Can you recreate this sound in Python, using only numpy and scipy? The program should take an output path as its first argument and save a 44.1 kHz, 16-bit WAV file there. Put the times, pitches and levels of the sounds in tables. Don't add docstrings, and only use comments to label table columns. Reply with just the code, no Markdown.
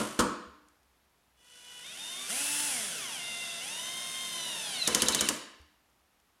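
import sys
import numpy as np
from scipy import signal
from scipy.fft import rfft, irfft
from scipy.io import wavfile

SR = 44100
rng = np.random.default_rng(int(sys.argv[2]) if len(sys.argv) > 2 else 0)


def store_wav(level_fs):
    pcm = np.round(np.clip(np.atleast_2d(level_fs), -1, 1) * 32767)
    wavfile.write(sys.argv[1], SR, pcm.T.astype(np.int16))


N = 282240
TIME = np.arange(N) / SR
CUTOFF_HZ = 16300


def from_db(db):
    return 10 ** (np.asarray(db) / 20)


def rms_one(x):
    return x / np.sqrt(np.mean(x ** 2) + 1e-20)


def at_hz(points, hz):
    point_hz, value = np.transpose(points)
    return np.interp(np.log(np.maximum(hz, 1)), np.log(point_hz), value)


def peak(hz, centre_hz, width_hz):
    return 1 / np.sqrt(1 + (2 * (hz - centre_hz) / width_hz) ** 2)


def lift_db(resonances, hz):
    return sum(lift * peak(hz, centre, width) ** 2 for centre, width, lift in resonances)


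def noise(spectrum, size=N, resonances=()):
    hz = np.maximum(np.fft.rfftfreq(size, 1 / SR), 1)
    low_end = np.minimum(1, hz / spectrum[0][0]) ** 2
    high_end = np.minimum(1, spectrum[-1][0] / hz) ** 2
    gain = from_db(at_hz(spectrum, hz) + lift_db(resonances, hz)) * low_end * high_end
    return rms_one(irfft(rfft(rng.standard_normal(size)) * gain, size))


def drift(rate_hz):
    steps = rng.standard_normal(4000)
    return rms_one(np.interp(TIME * rate_hz, np.arange(len(steps)), steps))


def gate(start_s, stop_s, fade_s):
    outside_s = np.maximum(0, np.maximum(start_s - TIME, TIME - stop_s))
    return np.exp(-np.minimum(outside_s / fade_s, 50))


def dying(t, t60_s):
    return from_db(-60 * t / t60_s)


def onset(t, rise_s):
    return 1 - np.exp(-t / rise_s)


def add(out, sound, s):
    i = max(0, round(s * SR))
    out[i:i + len(sound)] += sound[:N - i]


RELEASES_S = [.19, 5.29]
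# frequency in Hz, density in dB per Hz.
HISS = [(710, -45), (1200, -12), (1400, -1), (1830, -4), (2040, -2), (2320, -7), (2790, 1), (3470, -1),
        (3740, -3.5), (4220, -3.5), (9820, -2), (12500, -11.5), (15200, -29), (16000, -50.5)]
# frequency in Hz, density in dB per Hz.
RUMBLE = [(29, -45.5), (50, -11), (105, -12), (150, 0), (214, -4.5), (420, -7.5), (679, -0.5), (931, -9),
          (1020, 1.5), (1180, -12), (1390, -6), (1800, -8.5), (2340, -10), (3960, -120)]
FIRST_HISS_DB, FIRST_RUMBLE_DB, FIRST_FALL_DB_PER_S = -39, -41.5, 79
FADE_IN_S, FADE_IN_LENGTH_S = 1.349, 0.9
WORK_TURNS_PER_S = 100
HISS_DB, HISS_DB_PER_OCTAVE, HISS_LOAD_DB = -43.5, 2.5, 2.5
WHINE_DB, WHINE_DB_PER_OCTAVE, WHINE_LOAD_DB = -42, -0.9, 1.5
RUMBLE_DB, RUMBLE_DB_PER_OCTAVE, RUMBLE_LOAD_DB = -54, 1.44, 3.5
RUSH_TURNS_PER_S, RUSH_DB_PER_OCTAVE, THINNING_DB_PER_OCTAVE = 133, 3, 4.5
BITE_S, SLACK_DB, SURGE_DB = 2.305, -4.5, 5


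def drill(buzz_db=-13.5, sparking=0.18, backlash_turns=0.00073):
    speed, load = motor_speed(), tightness()
    turns = np.cumsum(speed) / SR + backlash_turns * drift(500)
    octaves = np.log2(speed / WORK_TURNS_PER_S)
    rush = np.maximum(0, np.log2(speed / RUSH_TURNS_PER_S))
    slack_db = SLACK_DB * gate(0, BITE_S, fade_s=0.012)
    surge_db = SURGE_DB * gate(BITE_S, BITE_S, fade_s=0.011)

    first = from_db(-FIRST_FALL_DB_PER_S * TIME) * gate(0, RELEASES_S[0], fade_s=0.013)
    fade_in = np.clip((TIME - FADE_IN_S) / FADE_IN_LENGTH_S, 0, 1)
    second = fade_in * gate(0, RELEASES_S[1], fade_s=0.012)

    hiss_db = HISS_DB + HISS_DB_PER_OCTAVE * octaves + HISS_LOAD_DB * load
    hiss_db = hiss_db + RUSH_DB_PER_OCTAVE * rush + surge_db
    rumble_db = RUMBLE_DB + RUMBLE_DB_PER_OCTAVE * octaves + RUMBLE_LOAD_DB * load + slack_db
    whine_db = WHINE_DB + WHINE_DB_PER_OCTAVE * octaves + WHINE_LOAD_DB * load
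    whine_db = whine_db - THINNING_DB_PER_OCTAVE * rush + slack_db
    hiss = first * from_db(FIRST_HISS_DB) + second * from_db(hiss_db)
    rumble = first * from_db(FIRST_RUMBLE_DB) + second * from_db(rumble_db)
    whine = second * from_db(whine_db)

    scrape = 1 + sparking * np.cos(2 * np.pi * turns)
    brushes = rms_one(noise(HISS, resonances=CAN) * scrape * from_db(drift(300)))
    out = hiss * (brushes + from_db(buzz_db) * shaft(speed, turns))
    out = out + whine * gears(speed, turns) + second * bearing(speed, turns)
    return out + strained_bit(speed, turns) + rumble * noise(RUMBLE)


# start in seconds, settling time in seconds,
# new motor speed in turns per second before load.
TRIGGER = [(1.83, .6, 92), (1.95, .7, 136), (2.275, .24, 291), (2.45, .25, 295), (2.66, .55, 77.4),
           (3.28, .36, 75.5), (3.605, .55, 117.3)]
CREEP_TURNS_PER_S = 54.6
SQUEEZE_BEND, EASE_BEND = 4, 1.31
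LOAD_SAG = .425


def motor_speed(wobble=.004):
    speed = np.full(N, CREEP_TURNS_PER_S)
    for s, settle_s, goal in TRIGGER:
        before = speed[int(s * SR)]
        bend = SQUEEZE_BEND if goal > before else EASE_BEND
        left = np.clip(1 - (TIME - s) / settle_s, 0, 1) ** bend
        speed = np.where(TIME < s, speed, goal + (before - goal) * left)
    run_down = gate(0, RELEASES_S[-1], fade_s=.1).clip(.3)
    speed = speed * (1 - LOAD_SAG * tightness() ** 2) * run_down
    to_next_s, jumping = seating()
    racing = np.minimum(62 + 720 * to_next_s, 84)
    return np.where(jumping, racing, speed) * (1 + wobble * drift(110))


TIGHTEN_S = 4.18


def tightness():
    return np.clip((TIME - TIGHTEN_S) / (SLIPS[0][0] - TIGHTEN_S), 0, 1)


def seating():
    slips_s = np.array(SLIPS)[:, 0]
    upcoming = np.minimum(np.searchsorted(slips_s, TIME), len(slips_s) - 1)
    return slips_s[upcoming] - TIME, (TIME > slips_s[0]) & (TIME < slips_s[-1])


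# frequency in Hz, gain in dB.
HOUSING = [(480.0, -19.5), (700.0, -17.5), (1050.0, -11.5), (1350.0, -17), (1470.0, -7.5), (1650.0, -18),
           (1950.0, -11), (2090.0, -3.5), (2450.0, -7.5), (2850.0, 0.5), (3300.0, -4), (4100.0, -15),
           (5000.0, -8.5), (6200.0, -6.5), (7500.0, -16), (9700.0, -2.5), (13000.0, -21)]
# centre in Hz, width in Hz, lift in dB.
CAN = [(1344, 48, -1), (2900, 450, 1), (3387, 110, 4.5), (6000, 150, 3.5), (9640, 450, 3.5)]
# multiple of the mesh rate, level in dB.
MESH = [(1.0, 0), (2.0, -4), (3.0, -3), (4.0, -3), (5.0, -4), (6.0, -2.5), (7.0, -3), (8.0, -6),
        (12.0, -6.5), (20.0, -23.5)]
TEETH = 9


def gears(speed, turns, runout=0.0036):
    out, power = 0, 0
    off_centre = runout * np.sin(2 * np.pi * turns) * speed / speed.max()
    teeth = TEETH * turns + TEETH * off_centre
    for k in range(1, 21):
        hz = k * TEETH * speed
        gain_db = at_hz(HOUSING, hz) + lift_db(CAN, hz) + at_hz(MESH, k)
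        gain = from_db(gain_db) * (hz < CUTOFF_HZ)
        flutter = from_db(1.5 * drift(70))
        out = out + gain * flutter * np.sin(2 * np.pi * (k * teeth + rng.random()))
        power = power + gain ** 2
    return rms_one(out / np.sqrt(power))


# frequency in Hz, level in dB.
BUZZ = [(120, -13.5), (200, 5), (295, -3), (400, -4.5), (470, -1), (590, -7.5), (670, 0.5), (880, -7),
        (1300, -12), (2700, -9), (4300, -13.5), (5300, -3), (7000, -5), (8700, 1), (9600, 4), (10500, 4),
        (12000, -10), (15500, -17)]


def shaft(speed, turns, slots_db=5.5, count=54):
    out = 0
    turns = turns + .005 * drift(350)
    levels, phases = rng.standard_normal(count), rng.random(count)
    for k, (level, phase) in enumerate(zip(levels, phases), 1):
        hz = k * speed
        line_db = 3 * np.clip(level, -1, 1) * (k > 3) + slots_db * (k % 3 == 0)
        gain = from_db(at_hz(BUZZ, hz[::50]) + line_db).repeat(50)[:N]
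        out = out + gain * (hz < CUTOFF_HZ) * np.sin(2 * np.pi * (k * turns + phase))
    return out * speed / speed.max()


def strained_bit(speed, turns, ring_hz=3930, width_hz=620, early_db=-13.5, growth=4.1, sideband_db=-13.0):
    to_next_s, jumping = seating()
    slips_s, _, _, squeal_db = np.transpose(SLIPS)
    tight = tightness()
    grip = np.interp(to_next_s, [.002, .009, .018, .022], [0, 1, 1, 0])
    swell = np.minimum(1, 3 * tight) ** 2 * from_db(early_db * (1 - tight ** growth))
    swell = swell * (TIME <= slips_s[0])
    tones = 0
    for k in range(36, 66, 3):
        share = 1 if k % TEETH == 0 else from_db(sideband_db) * tight
        ring = peak(k * speed, ring_hz, width_hz) ** 2 * from_db(4.4 * drift(80))
        tones = tones + share * ring * np.sin(2 * np.pi * k * turns)
    level = from_db(np.interp(TIME + to_next_s, slips_s, squeal_db))
    return level * np.where(jumping, grip, swell) * np.sqrt(2) * tones


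BEARING_ORDER = 9.28


def bearing(speed, turns, level_db=-46.5, flutter_db=0.5):
    level = from_db(level_db + flutter_db * drift(50)) * (speed / speed.max()) ** 2
    return level * np.sin(2 * np.pi * BEARING_ORDER * turns)


# start in seconds, stop in seconds,
# first pitch in Hz, last pitch in Hz, level in dB.
CHOPPER = [(1.864, 1.905, 3636, 3690, -46), (2.01, 2.24, 3652, 3610, -42), (3.243, 3.592, 3680, 3663, -44),
           (3.73, 4.659, 3690, 3627, -43.5)]


def chopper(octave_db=-17, waver_db=0.3):
    out = 0
    for start_s, stop_s, first_hz, last_hz, db in CHOPPER:
        hz = np.interp(TIME, [start_s, stop_s], [first_hz, last_hz])
        phase = 2 * np.pi * np.cumsum(hz) / SR
        tone = np.sin(phase) + from_db(octave_db) * np.sin(2 * phase)
        out = out + from_db(db) * gate(start_s, stop_s, fade_s=0.025) * tone
    return out * from_db(waver_db * drift(14))


# time in seconds, steel crack in dB, door thump in dB,
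# squeal of the bit just before in dB.
SLIPS = [(4.875, -12, -29.5, -34), (4.9477, -11, -30, -42.5), (5.02, -11.5, -30.5, -32.5),
         (5.0847, -12, -31, -34.5), (5.1472, -13.5, -35, -32), (5.2086, -13.5, -31.5, -33),
         (5.288, -12, -31, -41)]
# time in seconds, steel crack in dB, door thump in dB.
BANGS = [(0.0, -35, -29), (0.1896, -22, -20.5), (.196, -45, -30.5)]
# time in seconds, level in dB.
TICKS = [(.685, -56.5), (0.831, -64), (4.991, -30), (5.059, -27), (5.123, -22), (5.364, -39), (5.615, -58),
         (5.9, -72), (6.2, -66)]
# frequency in Hz, density in dB per Hz.
CRACK = [(880, -33), (1500, -12), (2060, -5.5), (2460, -23.5), (3000, 3), (3960, -8.5), (4500, -3.5),
         (6760, 1), (7840, -4), (9850, -1.5), (16000, -28.5)]
# frequency in Hz, density in dB per Hz.
SHEET_CRACK = [(880, -29.5), (1500, -7), (2270, -31.5), (3000, -11), (3480, -14), (3730, -14.5),
               (5830, -15), (6690, -14), (9190, -13.5), (16000, -39.5)]
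# frequency in Hz, density in dB per Hz.
DOOR_SHAKE = [(29, -45), (50, -19.5), (71, -6), (112, -38), (136, -6.5), (211, -13), (245, -6.5),
              (356, -3.5), (387, -11.5), (479, -3), (808, -18.5), (1020, -5.5), (1120, -10.5),
              (2050, -14.5), (2500, -26), (3250, -49), (5500, -120)]
# frequency in Hz, density in dB per Hz.
DOOR_BANG = [(29, -25.5), (50, -16), (119, -15.5), (168, -9.5), (204, -2.5), (283, -8.5), (334, -6),
             (410, -13), (486, -6.5), (555, -11.5), (760, -23.5), (920, -13.5), (1120, -9), (1410, -12.5),
             (2120, -31), (2500, -24), (3250, -53), (5500, -120)]


def blows(scrape_db=-7.0):
    out = np.zeros(N)
    for s, steel_db, wood_db, _ in SLIPS:
        scrape = crack(CRACK, t60_s=0.054, grain_db=-1.5, rise_s=0.00078)
        snap = crack(CRACK, t60_s=.008, grain_db=1.0, rise_s=.0001)
        add(out, from_db(steel_db + scrape_db) * scrape, s - .001)
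        add(out, from_db(steel_db) * snap, s + .0005)
        add(out, from_db(wood_db) * door(DOOR_SHAKE, t60_s=0.28, modes_db=-14.5), s)
    for s, steel_db, wood_db in BANGS:
        clang = crack(SHEET_CRACK, t60_s=0.11, grain_db=6.5, rise_s=0.0009)
        add(out, from_db(steel_db) * clang, s)
        add(out, from_db(wood_db) * door(DOOR_BANG, t60_s=0.29, modes_db=-11), s)
    for s, db in TICKS:
        add(out, from_db(db) * crack(CRACK, t60_s=.016, grain_db=2.0, rise_s=.0002), s)
    return out


def crack(spectrum, t60_s, grain_db, rise_s):
    t = TIME[:SR // 8]
    knots = t[::40]
    unevenness = np.interp(t, knots, rng.standard_normal(len(knots)).clip(-1.5, 1.5))
    grains = rms_one(from_db(grain_db * unevenness))
    return noise(spectrum, size=len(t)) * grains * dying(t, t60_s) * onset(t, rise_s)


# frequency in Hz, level in dB, t60 in seconds.
DOOR_MODES = [(160, -14, .3), (212.23, 6, 0.54), (230.5, -3.5, 0.26), (301.4, -11, 0.95), (345, -7, 0.45),
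              (492.8, -3.5, 0.36), (1074, -17, 0.4), (1250, -23, 0.45), (1390, -24, 0.87),
              (6920, -19.5, 0.56), (6900, -22, 0.5)]


def door(spectrum, t60_s, modes_db):
    t = TIME[:SR]
    rings = 0
    for hz, db, ring_s in DOOR_MODES:
        spread, side = rng.standard_normal(2)
        tone = np.sign(side) * np.sin(2 * np.pi * hz * t)
        rings = rings + from_db(db + 2 * spread) * tone * dying(t, ring_s)
    thump = noise(spectrum, size=len(t)) * dying(t, t60_s)
    return (thump + from_db(modes_db) * rings) * onset(t, rise_s=0.0026)


# time in seconds, level in dB.
BUMPS = [(0.47, -51), (5.599, -49)]


def settling(bump_hz=72, t60_s=0.195):
    out, t = np.zeros(N), TIME[:SR]
    bump = np.sin(2 * np.pi * bump_hz * t) * dying(t, t60_s) * onset(t, rise_s=0.0038)
    for s, db in BUMPS:
        add(out, from_db(db) * bump, s)
    return out


# frequency in Hz, t60 in seconds.
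ROOM = [(100, 0.29), (300, 0.66), (700, 0.67), (1300, 0.77), (3000, 0.8), (6000, 0.43), (10000, 0.49),
        (16000, 0.25)]


def workshop(x, wet_db, build_up_s=0.016):
    t, tail = TIME[:SR], 0
    edges_hz = np.geomspace(60, 18000, 10)
    for low, high in zip(edges_hz, edges_hz[1:]):
        band_filter = signal.butter(2, [low, high], "band", fs=SR, output="sos")
        band = signal.sosfilt(band_filter, rng.standard_normal(len(t)))
        tail = tail + band * dying(t, at_hz(ROOM, np.sqrt(low * high)))
    tail = tail * onset(t, build_up_s)
    tail = tail / np.sqrt(np.sum(tail ** 2))
    return from_db(wet_db) * signal.fftconvolve(x, tail)[:N]


# frequency in Hz, density in dB per Hz.
AIR = [(15, -46.5), (25, -13.5), (45, -7.5), (62, 2), (80, -7), (123, -10), (217, -8.5), (503, -12),
       (818, -9.5), (1100, -10.5), (1520, -12.5), (3250, -17), (8590, -23.5), (10100, -22), (11900, -21),
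       (16000, -31)]


def air(level_db=-70.5):
    return from_db(level_db) * noise(AIR)


def scene():
    work = drill() + blows() + settling()
    mono = work + workshop(work, wet_db=-10.0) + chopper() + air()
    return np.array([mono, mono])


def record(dry):
    return signal.sosfilt(signal.ellip(10, .1, 80, CUTOFF_HZ, fs=SR, output="sos"), dry)


dry = scene()
out = record(dry)
store_wav(out)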